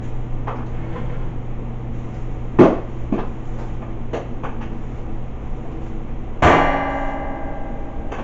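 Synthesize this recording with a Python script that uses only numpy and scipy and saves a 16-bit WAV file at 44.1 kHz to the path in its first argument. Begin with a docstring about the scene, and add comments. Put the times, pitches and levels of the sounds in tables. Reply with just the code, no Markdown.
"""A refrigerator hums in a small hard kitchen. Cloth rustles, a flat mop knocks lightly and is wrung out,
and water patters into a bucket. The mop is set down on the floor with a thud and pushed about:
its wet pad scrubs, its head and swivel knock. Back at the bucket the metal handle hits sheet metal,
which clangs and rings on under two last knocks. The loudest blows overload a narrow-band microphone."""
import sys
import numpy as np
from scipy import signal
from scipy.fft import rfft, irfft
from scipy.io import wavfile
from scipy.ndimage import uniform_filter1d, minimum_filter1d

SR = 44100
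rng = np.random.default_rng(int(sys.argv[2]) if len(sys.argv) > 2 else 0)


def master(y):
    """Save y as 16-bit WAV."""
    cut = np.clip(np.atleast_2d(y).T, -1, 1)
    pcm = np.round(cut * 32767)  # scale
    wavfile.write(sys.argv[1], SR, pcm.astype(np.int16))


N = 363162


def amp(db):
    """Decibels to gain."""
    return 10 ** (np.asarray(db) / 20)


def unit(x):
    """Scales to rms 1."""
    return x / np.sqrt(np.mean(x ** 2) + 1e-20)


def read(curve, hz):
    """Reads a curve on a log-frequency axis."""
    f, value = np.transpose(curve)
    return np.interp(np.log(hz + 1), np.log(f + 1), value)


def add(mix, start_s, sound):
    """Mixes a sound in at its start time."""
    part = mix[max(round(start_s * SR), 0):][:len(sound)]
    part += sound[:len(part)]


def colour(x, spectrum):
    """Shapes x with an EQ curve, at rms 1."""
    hz = np.fft.rfftfreq(len(x), 1 / SR)
    return unit(irfft(rfft(x) * amp(read(spectrum, hz)), len(x)))


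def noise(gains):
    """Noise with the given gain at each frequency, at rms 1."""
    return unit(irfft(rfft(rng.standard_normal(N)) * gains, N))


def die_away(x, t60_curve):
    """Lets each band of x decay at its own speed; t60 is the time to fall 60 dB."""
    hz, t, bands = signal.stft(x, SR, nperseg=512)
    decay = amp(-60 * t / read(t60_curve, hz)[:, None])
    return signal.istft(bands * decay, SR, nperseg=512)[1][:len(x)]


def ring(modes, size):
    """Damped sines of random polarity."""
    t = np.arange(size) / SR
    return sum(rng.choice([-1, 1]) * amp(db - 60 * t / t60) * np.sin(2 * np.pi * hz * t)
               for hz, db, t60 in modes)


def strokes(rows, attack_s, release_s):
    """Envelope of hand movements: each builds up, holds and dies away."""
    t = np.arange(N) / SR
    return sum(amp(db) * np.clip((t - start) / attack_s, 0, 1)
               * np.exp(-np.maximum(t - start - hold, 0) / release_s) for start, hold, db in rows)


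# The room's tail. Each row: frequency in Hz, t60 in seconds.
ROOM_T60 = [(120, 0.38), (300, 0.45), (600, 0.56), (1200, 0.52), (3000, 0.55), (7000, 0.53)]

def kitchen(direct=0.45, early_boost=1.86, early_s=0.037):
    """Direct sound, a cluster of echoes from floor and cupboards, and the tail of the room."""
    t = np.arange(SR) / SR
    taps = rng.choice([-1, 1], SR) * (rng.random(SR) < 1 / 10)
    echoes = die_away(taps, ROOM_T60) * (1 + early_boost * np.exp(-t / early_s))
    return echoes / np.linalg.norm(echoes) + direct * (t == 0)


def grains(per_s, spread_db):
    """Random small impacts of uneven size, heard through the room."""
    sizes = amp(spread_db * np.minimum(rng.exponential(1, N), 4)) * rng.choice([-1, 1], N)
    impacts = sizes * (rng.random(N) < per_s / SR)
    return signal.fftconvolve(impacts, kitchen())[:N]


# Room and cabinet resonances. Each row: centre in Hz, width in Hz, level in dB.
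DRONE_BANDS = [(18.4, 16, -29), (57, 20, -37), (87, 12, -48), (146.3, 1.6, -50.5), (229.4, 16, -41.5),
               (263.5, 12, -50), (327.8, 9, -44), (459, 85, -48), (748, 27, -52.5), (1200, 26, -62)]
# Steady room tone. Each row: frequency in Hz, relative level in dB.
AIR_EQ = [(15, 0.5), (26, 4), (38, -16.5), (60, -14.5), (110, -15.5), (260, -18), (700, -27), (1000, -29.5),
          (1600, -40.5), (2100, -39), (3200, -47.5), (4800, -67), (6700, -56.5), (7600, -65)]

def refrigerator(mains_hum_hz=120, hum_db=-32, fade_db=9.5, waver=0.11, air_db=-28):
    """Wavering mains hum over the resonances that the refrigerator stirs and the soft air of the room."""
    t, hz = np.arange(N) / SR, np.fft.rfftfreq(N, 1 / SR)
    drift = noise(np.exp(-hz / 3))
    level = amp(hum_db - fade_db * (t / t[-1]) ** 1.35)  # sinks ever faster
    hum = level * unit(np.sin(2 * np.pi * mains_hum_hz * t)) * (1 + waver * drift)
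    drone = sum(amp(db) * noise(1 / (1 + (2 * (hz - centre) / width) ** 2))
                for centre, width, db in DRONE_BANDS)
    air = amp(air_db) * colour(rng.standard_normal(N), AIR_EQ)
    return hum + drone + air


# Rubs of pad and clothes. Each row: start in seconds, length in seconds, level in dB.
SWISH_STROKES = [(0.01, 0.021, -46), (0.12, 0.4, -64), (1.92, 0.32, -55.5), (2.28, 0.35, -62),
                 (2.87, 0.17, -57), (3.22, 0.22, -59), (3.44, 0.3, -56), (4.78, 0.21, -58),
                 (5.40, 0.28, -61), (5.81, 0.095, -57), (6.87, 0.24, -52)]
# Their bright, dry tone. Each row: frequency in Hz, relative level in dB.
SWISH_EQ = [(300, -4), (900, 11), (1600, 14), (3000, 9.5), (4700, -8), (5600, 0), (6800, 4.5), (8000, -5)]

def swishes():
    """Dry fibres catch and slip in a fine grain."""
    friction = colour(grains(per_s=1500, spread_db=-4), SWISH_EQ)
    return strokes(SWISH_STROKES, attack_s=0.034, release_s=0.066) * friction


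# What a blow rings, from low thud to top click. Each row: pitch in Hz, relative level in dB,
# t60 in seconds.
FLOOR_MODES = [(163.5, -3, 0.035), (252, 0, 0.063), (308, 1, 0.04), (353, 4, 0.043)]
HEAD_MODES = [(460.3, 6.5, 0.024), (553, -5, 0.076), (653, -4.5, 0.074), (701, -1, 0.036)]
SWIVEL_MODES = [(822, 8, 0.011), (1010, 0.5, 0.02), (1167, 3.5, 0.014), (1467, -3, 0.012)]
HANDLE_MODES = [(1795, 5.5, 0.0062), (2200, -2.5, 0.0095), (2607, -0.5, 0.0094), (3090, 1, 0.0044)]
TICK_MODES = [(3760, 1, 0.0021), (4700, -5, 0.0021), (5660, -5.5, .003), (6540, 3.5, 0.0021)]
# What each new contact loses, in dB: floor, head, swivel, handle, tick.
CONTACT_LOSS_DB = [11, 2.7, 7, 20, 6.6]
# The mop's blows. Each row: start in seconds, number of contacts, floor, head and swivel levels in dB,
# hardness in dB per octave.
MOP_BLOWS = [(0.470, 2, -40, -32.5, -27.5, -5), (0.553, 1, -56, -54, -54, 8),
             (0.584, 1, -56, -41, -40.5, -5), (0.656, 1, -58, -60, -64.5, 13),
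             (2.138, 1, -52.5, -67, -58, 10), (2.587, 4, -1.5, -13, -15.5, -0.5),
             (3.121, 2, -18, -30, -36.5, 1), (3.179, 1, -38, -32.5, -30.5, -2.5),
             (3.816, 1, -52, -41.5, -42.5, -0.5), (4.131, 2, -31.5, -25, -34, 5),
             (4.433, 1, -34, -32, -29, -2), (4.609, 1, -62, -45, -38.5, 3), (5.642, 1, -66, -41.5, -52, -3),
             (8.116, 1, -47, -30, -32.5, 3), (8.183, 1, -48, -33.5, -33.5, -1)]

def knocks(rock_s=0.023, to_handle_db=-9.5, to_tick_db=-28):
    """Each blow rings floor, head and swivel; the flat head may rock from edge to edge before it rests."""
    out = np.zeros(N)
    handle_octaves = np.log2(HANDLE_MODES[0][0] / SWIVEL_MODES[0][0])
    tick_octaves = np.log2(TICK_MODES[0][0] / SWIVEL_MODES[0][0])
    for start, contacts, floor_db, head_db, swivel_db, hardness in MOP_BLOWS:
        # the harder the blow, the more the swivel passes on to handle and tick
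        handle_db = swivel_db + to_handle_db + hardness * handle_octaves
        tick_db = swivel_db + to_tick_db + hardness * tick_octaves
        parts = [(FLOOR_MODES, floor_db), (HEAD_MODES, head_db), (SWIVEL_MODES, swivel_db),
                 (HANDLE_MODES, handle_db), (TICK_MODES, tick_db)]
        for k in range(contacts):
            room = kitchen()
            for (modes, db), loss_db in zip(parts, CONTACT_LOSS_DB):
                add(out, start + k * rock_s, amp(db - k * loss_db) * strike(modes, room))
    return out


def strike(modes, room, cushion_s=0.0038, flex_s=0.004):
    """One part, struck once and heard through the room."""
    low_hz, high_hz = modes[0][0], modes[-1][0]
    blow = signal.fftconvolve(ring(modes, size=12000), room)
    # a part radiates little outside the range of its modes
    band = signal.butter(2, [0.8 * low_hz, 1.103 * high_hz], "band", fs=SR, output="sos")
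    blow = signal.sosfilt(band, blow)
    # the soft pad cushions the contact, and the higher parts take longer to get going
    rise_s = cushion_s + flex_s * min(low_hz / HANDLE_MODES[0][0], 1)
    blow *= 1 - np.exp(-np.arange(len(blow)) / (SR * rise_s))
    return blow / np.std(blow[:SR // 25])  # rms 1 over the first 40 ms


# Squeezes of the mop. Each row: start in seconds, length in seconds, water level in dB.
WRINGS = [(0.70, 0.2, -34.5), (0.91, 0.072, -31.5), (1.05, 0.21, -40.5)]
# The tone of water in the bucket. Each row: frequency in Hz, relative level in dB.
PATTER_EQ = [(110, 3), (165, 17), (250, -6.5), (500, 2.5), (1000, -5), (1500, -11.5), (2000, -12.5),
             (3100, -22), (4700, -39.5), (7000, -38)]
# Big drops. Each row: start in seconds, pitch in Hz, level in dB.
DROPS = [(0.957, 1010, -27), (1.151, 1700, -52)]

def water(plop_t60=0.13, glide=0.17):
    """Wrung-out water gushes and drains into the bucket; big drops leave a bubble that rises in pitch."""
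    patter = colour(grains(per_s=1300, spread_db=1.8), PATTER_EQ)
    out = strokes(WRINGS, attack_s=0.053, release_s=0.13) * patter
    t = np.arange(SR // 5) / SR
    for start, hz, db in DROPS:
        bubble = np.sin(2 * np.pi * hz * t * (1 + glide * t))
        envelope = amp(db - 60 * t / plop_t60) * (1 - np.exp(-t / 0.0018))
        add(out, start, envelope * bubble)
    return out


# Pushes of the mop. Each row: start in seconds, length in seconds, level in dB.
SCRUB_STROKES = [(3.53, 0.14, -36), (4.66, 0.5, -50), (5.62, 0.26, -46.5)]
# Their dark, wet tone. Each row: frequency in Hz, relative level in dB.
SCRUB_EQ = [(250, -16), (500, 3), (1000, -1), (1500, -11), (2200, -21), (3500, -26), (5000, -29.5),
            (7500, -28.5)]

def scrubs():
    """The wet pad drags over the floor in a coarse grain."""
    friction = colour(grains(per_s=460, spread_db=8), SCRUB_EQ)
    return strokes(SCRUB_STROKES, attack_s=0.1, release_s=0.044) * friction


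# The handle's hits on the sheet metal. Each row: start in seconds, level in dB.
METAL_HITS = [(6.421, -10), (6.433, -10), (6.452, -15), (6.470, -13.5)]
# The tone of each crash. Each row: frequency in Hz, relative level in dB.
CRASH_EQ = [(25, -13), (55, -11.5), (78, -1.5), (115, -11), (160, -11.5), (205, -22), (270, -12.5),
            (450, -15), (720, -12.5), (1150, -16), (1350, -23), (1900, -22), (3200, -34), (4800, -52.5),
            (6000, -43.5), (7200, -46.5)]
# Its decay. Each row: frequency in Hz, t60 in seconds.
CRASH_DECAY = [(60, 0.41), (160, 0.45), (300, 0.91), (1000, 0.73), (3000, 0.7), (7000, 0.41)]

def clang(give_s=0.0038):
    """The handle chatters against the thin sheet, which gives way and then crashes at each contact."""
    out, t = np.zeros(N), np.arange(2 * SR) / SR
    for start, db in METAL_HITS:
        crash = die_away(colour(rng.standard_normal(len(t)), CRASH_EQ), CRASH_DECAY)
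        add(out, start, amp(db) * crash * (1 - np.exp(-t / give_s)))
    return out


# The sheet's long ring and the hollow handle's thin, high one. Each row: pitch in Hz, level in dB,
# t60 in seconds.
SHEET_MODES = [(164, -17, 1.3), (276, -22.5, 4.8), (377, -30, 2.5), (564, -28, 5), (587, -23, 2.3),
               (608, -18, 1), (623, -27, 4.9), (669, -32, 5), (707, -19, 1.1), (721, -16, 1.2),
               (795, -20, 4.1), (810, -27, 4.4), (858, -23, 3), (949, -27, 2.7), (1009, -28, 2.9),
               (1151, -28, 3.1), (1169, -17, 1.7), (1383, -28, 1.3), (1509, -23, 1.2), (1587, -32, 4),
               (1628, -27, 2.8), (1703, -32, 2.3), (1772, -34, 2.6), (1836, -22, 1), (1899, -28, 1.9),
               (1996, -33, 3.2), (2063, -25, 2.6), (2355, -34, 2.1), (2783, -34.5, 1.7), (2887, -35.5, 2.2)]
TUBE_MODES = [(2248, -35, 1.7), (2309, -37, 1.5), (2370, -35, 1.5), (2482, -42, 1.8), (2845, -39, 1.4),
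              (2988, -42, 1.4), (3058, -44, 1.5), (3133, -38, 1), (3297, -37, 1.1), (3903, -47, 1.1),
              (4212, -51, 1.4), (4334, -49, 1), (4479, -52, 1.7), (4587, -48, .8), (5591, -50, 1.5),
              (6780, -54, 1)]
# The sheet's shimmer of weaker modes. Each row: frequency in Hz, typical level of one mode in dB.
SHIMMER_LEVELS = [(450, -41), (650, -33.5), (1300, -43.5), (1900, -37.5), (2500, -52), (3200, -51.5),
                  (4000, -59), (4900, -69), (5700, -61), (7400, -56)]
# Its decay. Each row: frequency in Hz, t60 in seconds.
SHIMMER_DECAY = [(450, 6), (1800, 2.42), (3200, 1.57), (5500, 1.3), (7400, 0.79)]

def metal_ring(bloom_s=0.015, shimmer_modes=230):
    """From the first hit on, sheet and handle ring, and their close modes beat."""
    out, t = np.zeros(N), np.arange(2 * SR) / SR
    # the modes of a plate lie about evenly along the frequency axis, each struck more or less hard
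    grid, step = np.linspace(SHIMMER_LEVELS[0][0], SHIMMER_LEVELS[-1][0], shimmer_modes, retstep=True)
    hz = grid + step * rng.uniform(-0.5, 0.5, shimmer_modes)
    db = read(SHIMMER_LEVELS, hz) + rng.uniform(-8, 6, shimmer_modes)
    shimmer = list(zip(hz, db, read(SHIMMER_DECAY, hz)))
    tones = sum(ring(modes, size=len(t)) for modes in (SHEET_MODES, TUBE_MODES, shimmer))
    add(out, METAL_HITS[0][0], tones * (1 - np.exp(-t / bloom_s)))
    return out


def scene():
    """The mono mix: blows and ringing metal over hum, water and rubbing."""
    return (knocks() + clang() + metal_ring() + refrigerator() + water() + swishes() + scrubs())[None]


def record(dry, limit_db=-2, excess_removed=0.6, mic_edge_hz=7650, output_edge_hz=16000):
    """A peak limiter holds down loud blows; the microphone's band is narrow, and what slips by clips."""
    peak = -minimum_filter1d(-abs(dry[0]), size=300)
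    over_db = np.maximum(20 * np.log10(peak + 1e-9) - limit_db, 0)
    held = dry * amp(-excess_removed * uniform_filter1d(over_db, size=300))
    mic_lowpass = signal.firwin(161, mic_edge_hz, window=("kaiser", 8), fs=SR)
    clipped = np.clip(signal.oaconvolve(held, mic_lowpass[None], "same"), -1, 1)
    output_lowpass = signal.firwin(255, output_edge_hz, window=("kaiser", 9), fs=SR)
    return signal.oaconvolve(clipped, output_lowpass[None], "same")


dry = scene()
out = record(dry)
master(out)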